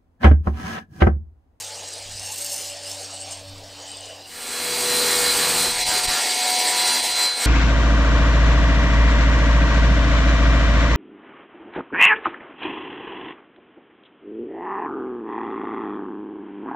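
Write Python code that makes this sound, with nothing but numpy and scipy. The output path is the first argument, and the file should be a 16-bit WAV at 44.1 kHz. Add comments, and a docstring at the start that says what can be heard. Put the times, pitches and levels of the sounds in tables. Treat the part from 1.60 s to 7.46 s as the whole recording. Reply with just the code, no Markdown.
"""Electric pressure washer, foam and then rinse

First a foam lance sputters along a car door, its spray made of noise and random drops, over a lightly loaded pump.
This dissolves into a louder rinse of boot lid and bumper: hissing noise, drumming, and a pump slowed by the load.
An 11-tooth motor pinion drives a 50-tooth gear on a three-piston pump, built from tones at multiples of the turning
shaft and a repeating rattle. Wind, as low noise and single puffs, brushes the chest-worn microphone."""
import sys
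import numpy as np
from scipy import signal
from scipy.fft import rfft, irfft, next_fast_len
from scipy.io import wavfile
from scipy.ndimage import uniform_filter1d, map_coordinates

SR = 44100
rng = np.random.default_rng(int(sys.argv[2]) if len(sys.argv) > 2 else 0)


def persist_wave(psi):
    """Save psi, clipped to +-1, as 16-bit WAV."""
    counts = np.round(np.clip(psi, -1, 1) * 32767).astype(np.int16)
    wavfile.write(sys.argv[1], SR, np.atleast_2d(counts).T)


N = 258426

PINION, GEAR = 11, 50  # teeth
# Colour of the fine mist. Each row: frequency in Hz, relative strength in dB.
MIST_COLOUR = [(5880, -15.5), (10000, -3), (11100, -8.5), (13800, -3.5), (15500, -14)]


def foaming():
    """Airy foam sputters from the lance; a close reflection combs it; the pump runs fast."""
    # The foam spray. Each row: time in seconds, level in dB.
    spray_levels = [(0.0, -34), (.1, -37.5), (0.46, -39), (.63, -36.5), (.85, -34), (1.06, -34.5),
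                    (1.2, -41), (1.27, -36), (1.4, -37), (1.58, -43), (1.73, -38.5), (1.85, -52.5),
                    (2.18, -47.5), (2.27, -44), (2.45, -45.5), (2.62, -51)]
    # Colour of the spray. Each row: frequency in Hz, relative strength in dB.
    spray_colour = [(1000, -53), (1600, -3), (2400, -4.5), (3300, -4.5), (5000, 7), (6200, 4.5),
                    (8570, 6.5), (10500, -14.5), (13000, -87)]
    # Low and high hum of the pump. Each row: time in seconds, shaft tone in dB, gear mesh tone in dB.
    hum_levels = [(0, -53, -52), (.3, -55, -52), (.6, -44, -50), (.8, -54, -50), (1.5, -50, -54),
                  (1.87, -45.5, -66), (2.02, -44, -55), (2.2, -55, -53), (2.47, -53.5, -54),
                  (2.65, -60, -55)]
    # Tones that swell once: 3rd, 6th, 9th multiple of the pump shaft, 7th and 10th of the motor.
    # Each row: usual level in dB, top level in dB, time of the top in seconds, spread in seconds.
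    swelling_tones = [(-72, -54.5, 1.87, 0.88), (-60.5, -49.5, 1.3, 0.49), (-67, -51.5, 0.049, 0.13),
                      (-59, -51.5, 2.33, 0.11), (-66, -51.5, 1.7, 0.46)]
    # Steadier pump tones. Each row: multiple of the pump shaft, level against the roar in dB.
    pump_tones = [(8, -17)]
    # Steadier motor tones. Each row: multiple of the motor shaft, level against the roar in dB.
    motor_tones = [(9, -17)]
    # Colour of the casing roar. Each row: frequency in Hz, relative strength in dB.
    roar_colour = [(110, -19), (150, -18.5), (380, -12), (470, -4), (700, -2), (940, -7), (1300, -13),
                   (2300, -11), (4300, -5.5), (5500, -10), (8000, -44)]

    t = np.arange(N) / SR
    spray_db = columns(spray_levels)[0]
    louder_db = spray_db + 40  # mist and roar are set for a spray of -40 dB
    mist_db = -63 + 3.63 * louder_db
    roar_db = -42.5 + 0.2 * louder_db
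    flow = droplets(1500., scatter_db=0.5, share=0.82, sputter_db=2.14, spit_ms=9.6,
                    patchy_db=np.full(N, 2))
    mist = undb(mist_db) * unit(colour(flow, MIST_COLOUR))
    spray = undb(spray_db) * unit(colour(flow, spray_colour)) + mist
    spray = spray - reflection(spray)

    orders = (1, GEAR, 3, 6, 9, 7 * GEAR / PINION, 10 * GEAR / PINION)
    lead_db = columns(hum_levels) + [swell(*row) for row in swelling_tones]
    pump = machine(shaft(95.92), roar_db, roar_colour, orders, lead_db, pump_tones, motor_tones,
                   knock_db=-8, lumpy_db=4.0, flutter_db=(1.5, 3.2, 2.3, 3.2, 3.9, 4.2, 6.6))
    fade = np.interp(t, (2.6, 2.95), (1, 0))  # the foam dies away, seconds
    return (spray + intake(spray_db) + gurgles() + spits() + pump) * fade


def reflection(spray):
    """A patchy copy of the spray arrives about a millisecond late, growing as the lance nears the body."""
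    # The close reflection. Each row: time in seconds, delay in milliseconds.
    bounce_lags = [(0, 1.15), (.55, 1.09), (.67, 1.0), (.77, 1.035), (.87, 1.0), (1.05, 1.09), (1.19, 1.02),
                   (1.27, 1.045), (1.43, .995), (1.55, .97), (1.71, 1.03), (1.83, .995), (1.93, .99),
                   (2.13, .935), (2.3, .98), (2.46, 1.08), (2.6, 1.15)]
    # Its colour. Each row: frequency in Hz, change of level in dB.
    bounce_colour = [(2000, -10), (4800, 0), (13000, 0), (16000, -6)]
    # hand and sleeve never hold still, so the reflection wobbles
    lag_ms = columns(bounce_lags)[0] + .004 * walk(9)
    start_share, growth_per_s = 0.25, 0.31
    strength = np.minimum(start_share + growth_per_s * np.arange(N) / SR, .7)
    strength = strength * (1 + 0.12 * walk(7.08))
    echo = patchy(colour(spray, bounce_colour), np.full(N, 3.5), 12., width_hz=1496.0)
    return strength * map_coordinates(echo, [np.arange(N) - lag_ms * SR / 1000], order=3)


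def rinsing():
    """A hard fan jet hisses on boot lid and bumper and drums them; the pump labours close by."""
    # Brief dips of the rinse. Each row: time in seconds, depth in dB before each layer's share, spread in seconds.
    dips = [(4.14, -3.5, 0.046), (4.248, -6, 0.011), (4.42, -3.5, 0.01), (4.469, -6.5, 0.0046),
            (4.751, -1.5, 0.1), (5.419, -4.5, 0.0092), (5.53, -3.5, 0.041), (5.74, -7.5, 0.051)]
    # How strongly jet, mist, roar, drumming and patter follow the dips, as factors.
    dip_shares = (1.07, 1.84, 1.01, 2, 1.3)
    # Change of jet, mist, roar, drumming and patter once the jet is off the lid, in dB.
    off_lid_steps = (0, -5, 0.5, -7.5, -6)
    # The load eases a little as the jet leaves the lid. Each row: time in seconds, pump shaft speed in Hz.
    shaft_speed = [(3.9, 81.5), (4.15, 81.68), (4.55, 81.6), (5.0, 81.5)]
    # Colour of the jet. Each row: frequency in Hz, relative strength in dB.
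    jet_colour = [(1800, -12.5), (3000, -6), (4500, 0.5), (5850, -8.5), (6700, -6.5), (8250, 0.5),
                  (9700, -7), (11000, -63), (14000, -32)]
    # Piston strokes in the water. Each row: multiple of the pump shaft, level in dB before the drumming level.
    hose_pulse = [(1, -10), (2, -6), (3, -1.1), (GEAR / PINION, -2), (5, -4)]
    # Colour of the drumming. Each row: frequency in Hz, relative strength in dB.
    drum_colour = [(70, -18), (160, -11), (240, -9), (480, -3), (700, -14.5), (1000, -14)]
    # Colour of the patter. Each row: frequency in Hz, relative strength in dB.
    patter_colour = [(800, -17), (1150, 12.5), (1700, 2.5), (2200, -51)]
    # Tones that come and go as the listener moves, before the fade-in.
    # Each row: time in seconds, gear mesh tone in dB, 58th multiple of the pump shaft in dB.
    whine_levels = [(2.72, -54, -55), (3.0, -31.5, -45), (3.2, -34.5, -35), (3.36, -25, -39),
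                    (3.54, -28.5, -37), (3.61, -35, -37), (3.7, -20.5, -34), (3.77, -38, -37),
                    (3.83, -27, -41), (3.94, -36, -44), (3.98, -27.5, -42), (4.1, -27, -43),
                    (4.15, -46, -44), (4.22, -25, -44), (4.27, -33, -34), (4.37, -23.5, -31),
                    (4.43, -34.5, -39), (4.56, -28, -33), (4.61, -44, -38), (4.71, -30, -36),
                    (4.89, -35, -32.5), (5.01, -29, -31.5), (5.1, -46, -39), (5.2, -28.5, -30.5),
                    (5.33, -25.5, -29), (5.45, -33.5, -38), (5.65, -21, -33), (5.8, -31, -49)]
    # The 6th, 9th and 12th multiple of the pump shaft, before the fade-in and the dips.
    # Each row: usual level in dB, top level in dB, time of the top in seconds, spread in seconds.
    swelling_tones = [(-46.5, -31, 3.436, 0.53), (-42.5, -32, 4.97, 0.51), (-44, -35, 5.06, 0.3)]
    # Steadier pump tones. Each row: multiple of the pump shaft, level against the roar in dB.
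    pump_tones = [(11, -15.5), (17, -14.5), (21, -16), (24, -15.5), (27, -11.5), (30, -14), (33, -17),
                  (57, -21), (100, -10)]
    # Steadier motor tones. Each row: multiple of the motor shaft, level against the roar in dB.
    motor_tones = [(8, -17), (9, -12), (10, -18), (12, -14)]
    # Colour of the casing roar. Each row: frequency in Hz, relative strength in dB.
    roar_colour = [(200, -11), (480, -5), (750, 2), (1000, -0.5), (1250, -6.5), (1650, 2.5), (2000, 2),
                   (3600, -6), (6000, -1), (8000, -39)]
    # Moments when the middle goes hollow. Each row: time in seconds, depth in dB, spread in seconds.
    hollows = [(4.24, -13, 0.036), (4.47, -6, 0.028), (4.65, -7, 0.026), (4.77, -8.5, 0.039),
               (4.98, -7, 0.095), (5.44, -9.5, 0.052)]
    # The band that thins in the hollows. Each row: frequency in Hz, share of the sound in dB.
    hollow_band = [(950, -30), (1120, 0), (1750, 0), (2050, -30)]
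    # The bass band that drops out. Each row: frequency in Hz, share of the sound in dB.
    bass_band = [(10, 0), (190, 0), (220, -30)]

    t = np.arange(N) / SR
    # the rinse comes up over this span in seconds, amplitude as the 0.99 power of time
    rise_db = 20 * 0.99 * np.log10(np.interp(t, (2.638, 3.455), (1e-4, 1)))
    off_lid = np.clip((t - 4.1) / 0.052, 0, 1)  # at 4.1 s the jet drops from the boot lid to the bumper
    dips_db = sum(swell(0, db, s, width) for s, db, width in dips)
    base_db = (-24.5, -29.5, -28.5, -44, -36)  # jet, mist, roar, drumming, patter
    jet_db, mist_db, roar_db, drum_db, patter_db = (
        db + rise_db + off_lid * step + share * dips_db
        for db, step, share in zip(base_db, off_lid_steps, dip_shares))

    turns = shaft(columns(shaft_speed)[0])
    patchy_db = 1 + off_lid * (2.5 - 1)  # patchier on the bumper than on the lid
    flow = droplets(2800.0, scatter_db=19.0, share=0.12, sputter_db=0.73, spit_ms=14.0, patchy_db=patchy_db)
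    mist = undb(mist_db) * unit(colour(flow, MIST_COLOUR))
    jet = undb(jet_db) * unit(colour(flow, jet_colour)) + mist
    # the water carries the piston strokes to the panel
    strokes = sum(undb(db) * tone(turns, k, waver_db=2.5) for k, db in hose_pulse)
    drum = undb(drum_db) * (undb(7.5) * unit(colour(flow, drum_colour)) + strokes)
    patter = undb(patter_db) * unit(colour(flow, patter_colour))

    mesh_db, second_db = (db + np.minimum(rise_db + 17, 0) for db in columns(whine_levels))
    # a slightly eccentric gear gives the mesh tone a neighbour on either side
    orders = (6, 9, 12, 58, GEAR, GEAR - 1, GEAR + 1)
    lead_db = [swell(*row) + rise_db + dips_db for row in swelling_tones]
    lead_db += [second_db, mesh_db, roar_db - 11.5, roar_db - 17]
    pump = machine(turns, roar_db, roar_colour, orders, lead_db, pump_tones, motor_tones,
                   knock_db=-3.5, lumpy_db=2.5, flutter_db=(1.3, 1.5, 2.0, 1.1, 0.31, 3.9, 3.7))

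    # the bass drops out within 0.02 s and creeps back over about 1.2 s
    since_drop = t - 4.56
    bass_db = -13.5 * np.clip(since_drop / .02, 0, 1) * np.exp(-np.maximum(since_drop, 0) / 1.2)
    hollow_db = sum(swell(0, db, s, width) for s, db, width in hollows)
    rinse = thin(jet + drum + patter + pump, hollow_band, hollow_db)
    return thin(rinse, bass_band, bass_db)


def droplets(rate, scatter_db, share, sputter_db, spit_ms, patchy_db):
    """Hiss with single drops in it; the treble spits, each spit sudden and dying away; lower down it stays smooth."""
    chance = rng.random((N, 4)).T
    size_db = np.minimum(-abs(scatter_db) * np.log(1 - chance[1]), 14.)
    sizes = undb(size_db) * np.sign(chance[2] - .5)
    drops = unit((chance[0] < rate / SR) * sizes)  # rate in drops per second
    share = np.clip(share, 0, 1)
    mix = np.sqrt(1 - share) * rng.standard_normal(N) + np.sqrt(share) * drops
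    # about 70 spits a second, each fading exponentially
    starts = (chance[3] < 70. / SR) * chance[1]
    bursts = signal.lfilter([1], [1, -np.exp(-1000 / (spit_ms * SR))], starts)
    sputter = np.minimum(unit(bursts - bursts.mean()), 3.)
    rough = unit(mix * undb(sputter_db * sputter))
    low, high = (signal.butter(2, 5200., kind, fs=SR, output="sos") for kind in ("low", "high"))
    flow = signal.sosfilt(high, rough) + signal.sosfilt(low, rng.standard_normal(N))
    return patchy(flow, patchy_db, 40., width_hz=805.0)


def intake(spray_db):
    """A fluttering band of noise whose centre wanders; it follows the spray."""
    # The noise band. Each row: time in seconds, centre in Hz, level against the spray in dB.
    band_path = [(0.35, 2905, -14), (.7, 2754, -9), (1.4, 2777, -15.5), (1.7, 2880, -7.5),
                 (2.17, 3040, -20), (2.24, 3050, -8), (2.42, 3010, 0.5), (2.62, 2890, -1), (2.75, 3000, 1)]
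    sos = signal.butter(2, 120., fs=SR, output="sos")
    slow = [signal.sosfilt(sos, rng.standard_normal(N)) for _ in range(2)]
    hz, share_db = columns(band_path)
    phase = 2 * np.pi * np.cumsum(hz + 50.35 * walk(2.5)) / SR  # wander in Hz
    db = spray_db + share_db + 3.8 * walk(39.56)
    # slow noise times a tone becomes a noise band around that tone
    return undb(db) * unit(slow[0] * np.cos(phase) + slow[1] * np.sin(phase))


def gurgles():
    """Soap gurgles in the bottle under the lance: short hollow bursts of noise, each round its own pitch."""
    # The bursts. Each row: time in seconds, level in dB, pitch in Hz, spread in seconds.
    bursts = [(.7, -43, 854, 0.016), (1.16, -45.5, 716, 0.037), (1.3, -53, 720, 0.027),
              (1.41, -51, 703, 0.038), (1.54, -44, 736, 0.012), (1.69, -43.5, 700, 0.043),
              (1.82, -39, 597, 0.0092), (2.11, -52, 720, 0.011), (2.41, -45.5, 634, 0.036),
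              (2.51, -42, 587, 0.028), (2.58, -48, 600, 0.041)]
    t = np.arange(N) / SR
    sos = signal.butter(4, 96, fs=SR, output="sos")  # Hz to either side of the pitch
    slow = [unit(signal.sosfilt(sos, rng.standard_normal(N))) for _ in range(2)]
    total = np.zeros(N)
    for s, db, hz, width in bursts:
        phase = 2 * np.pi * hz * t
        band = slow[0] * np.cos(phase) + slow[1] * np.sin(phase)
        total += undb(db) * np.exp(-((t - s) / width) ** 2 / 2) * band
    return total


def spits():
    """Air pockets burst at the nozzle: short high rings that rise and die within milliseconds."""
    # The loudest spits. Each row: start in seconds, top of the envelope in dB, pitch in Hz.
    bursts = [(0.846, -24, 8400), (0.946, -22, 6050), (2.3165, -26, 8550), (2.3695, -28, 8200),
              (2.4069, -29, 8120)]
    rise_ms = 0.76
    total = np.zeros(N)
    for s, db, hz in bursts:
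        age = np.clip((np.arange(N) / SR - s) * 1000 / rise_ms, 0, 40)
        envelope = np.e * age * np.exp(-age)
        total += undb(db) * envelope * np.sin(2 * np.pi * hz * age * rise_ms / 1000)
    return total


def machine(turns, roar_db, body, lead_orders, lead_db, pump, motor, knock_db, lumpy_db, flutter_db):
    """Fan and brush roar in the casing, piston knocks once a turn, and the tones of pump, motor and gear."""
    lumpy = patchy(rng.standard_normal(N), np.full(N, lumpy_db), 20.76, width_hz=365.0)
    roar = unit(colour(lumpy, body))
    # the same rattle comes round on every turn of the shaft, slowly changing
    pattern = rng.standard_normal((24, 512))
    place = [np.linspace(0, len(pattern) - 1, N), turns % 1 * pattern.shape[1]]
    knocks = unit(colour(map_coordinates(pattern, place, order=1, mode="grid-wrap"), body))
    steady = sum(undb(db) * tone(turns, round(k), waver_db=2.2) for k, db in pump)
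    # the motor turns faster than the pump by the ratio of the teeth
    steady = steady + sum(undb(db) * tone(turns, round(k) * GEAR / PINION, waver_db=2.2) for k, db in motor)
    lead = sum(undb(db) * undb(flicker * walk(25.06)) * tone(turns, k, waver_db=1.3)
               for k, db, flicker in zip(lead_orders, lead_db, flutter_db))
    return undb(roar_db) * (roar + undb(knock_db) * knocks + steady) + lead


def shaft(hz):
    """Turns of the pump shaft so far, its speed wandering very slightly."""
    return np.cumsum(hz * (1 + 0.000388 * walk(4))) / SR


def tone(turns, order, waver_db):
    """One multiple of a turning shaft, rms near 1; it swells and sinks as the listener moves among the echoes."""
    return np.sqrt(2) * undb(waver_db * walk(5.06)) * np.sin(2 * np.pi * (order * turns + rng.random()))


def wind():
    """Low buffeting on the microphone, a few single puffs, and its own hiss."""
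    # Gusts. Each row: time in seconds, top level in dB, half of the spread in seconds.
    gusts = [(.55, -50, 0.075), (1.95, -53.5, 0.12), (3.65, -55, 0.36), (4.15, -47, 0.19),
             (4.451, -48, 0.015), (4.53, -46, 0.014), (5.4, -61, 0.27)]
    # Colour of the buffeting. Each row: frequency in Hz, relative strength in dB.
    gust_colour = [(12, 2.5), (30, -12), (60, -10), (120, -11), (300, -23)]
    # Single puffs, before smoothing. Each row: time in seconds, peak in dB, length in milliseconds.
    puff_list = [(4.085, -35, 10), (4.291, -34, 9), (4.484, -25, 6.8)]
    # Colour of the hiss. Each row: frequency in Hz, relative strength in dB.
    hiss_colour = [(3000, -29), (9000, -1), (16000, -6)]

    t = np.arange(N) / SR
    # a puff: suction builds up, then snaps over into a push that dies away
    puffs = np.zeros(N)
    for s, db, ms in puff_list:
        u = np.clip((t - s) * 1000 / ms, -20, 20)
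        puffs += undb(db) * np.where(u < 0, -0.7 * np.exp(-u ** 2 / 2), np.exp(-u))
    puffs = signal.sosfilt(signal.butter(2, 350., fs=SR, output="sos"), puffs)
    calm_db, hiss_db = -66, -60
    strength = undb(calm_db) + sum(undb(swell(-95.0, db, s, width * 2)) for s, db, width in gusts)
    buffet = strength * unit(colour(rng.standard_normal(N), gust_colour))
    return buffet + puffs + undb(hiss_db) * unit(colour(rng.standard_normal(N), hiss_colour))


def patchy(x, db, rate, width_hz):
    """Splashes come and go in patches: each region of the spectrum swells on its own; db is a curve."""
    hz, s, cells = signal.stft(x, SR, nperseg=256)
    knots = rng.standard_normal((128, 256))  # random levels over frequency and time
    place = np.meshgrid(hz / width_hz % 127, s * rate % 255, indexing="ij")
    depth = np.interp(s, np.arange(N) / SR, db)
    gain = undb(depth * map_coordinates(knots, place, order=3))
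    return signal.istft(cells * gain, SR, nperseg=256)[1][:N]


def swell(usual_db, top_db, s, width):
    """A level that rises to one rounded top and sinks back."""
    return usual_db + (top_db - usual_db) * np.exp(-((np.arange(N) / SR - s) / width) ** 2 / 2)


def thin(x, band, db):
    """Lower one band by a curve of dB."""
    return x - (1 - undb(db)) * colour(x, band)


def walk(rate):
    """Random levels, rate of them a second, smoothed twice so they glide; spread near 1."""
    k = int(SR / rate)
    steps = np.repeat(rng.standard_normal(N // k + 1), k)
    return 1.22 * uniform_filter1d(uniform_filter1d(steps, k), k)[:N]


def colour(x, points):
    """Shape the spectrum along (Hz, dB) points; practically silent outside them."""
    size = next_fast_len(N)
    hz, db = np.transpose(points)
    bins = np.log(np.arange(1, size // 2 + 2) * SR / size)
    gain = undb(np.interp(bins, np.log(hz), db, left=-120, right=-120))
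    return irfft(rfft(x, size) * gain, size)[:N]


def columns(table):
    """Every column of a curve table after the times, sample by sample."""
    s, *cols = np.transpose(table)
    return [np.interp(np.arange(N) / SR, s, c) for c in cols]


def unit(x):
    """Scale a sound to an rms of 1."""
    return x / np.sqrt(np.mean(x ** 2))


def undb(db):
    """Turn dB into an amplitude factor."""
    return 10 ** (np.asarray(db) / 20)


def scene():
    """Foam, rinse and wind together; a faint late, smeared copy makes left and right differ."""
    # Colour of the difference between the ears. Each row: frequency in Hz, level against the middle in dB.
    side_colour = [(60, -50), (170, -20), (400, -27), (1300, -52)]
    mid = foaming() + rinsing() + wind()
    smear = rng.standard_normal(1024) * np.exp(-np.arange(1024) / 300)
    late = signal.fftconvolve(mid, smear / np.linalg.norm(smear))[:N]
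    side = colour(late, side_colour)
    return np.array([mid + side, mid - side])


def record(dry):
    """The recorder cuts the top: a very steep filter removes what lies above 15670 Hz."""
    return signal.sosfilt(signal.ellip(12, .2, 90, 15670, fs=SR, output="sos"), dry)


dry = scene()
out = record(dry)
persist_wave(out)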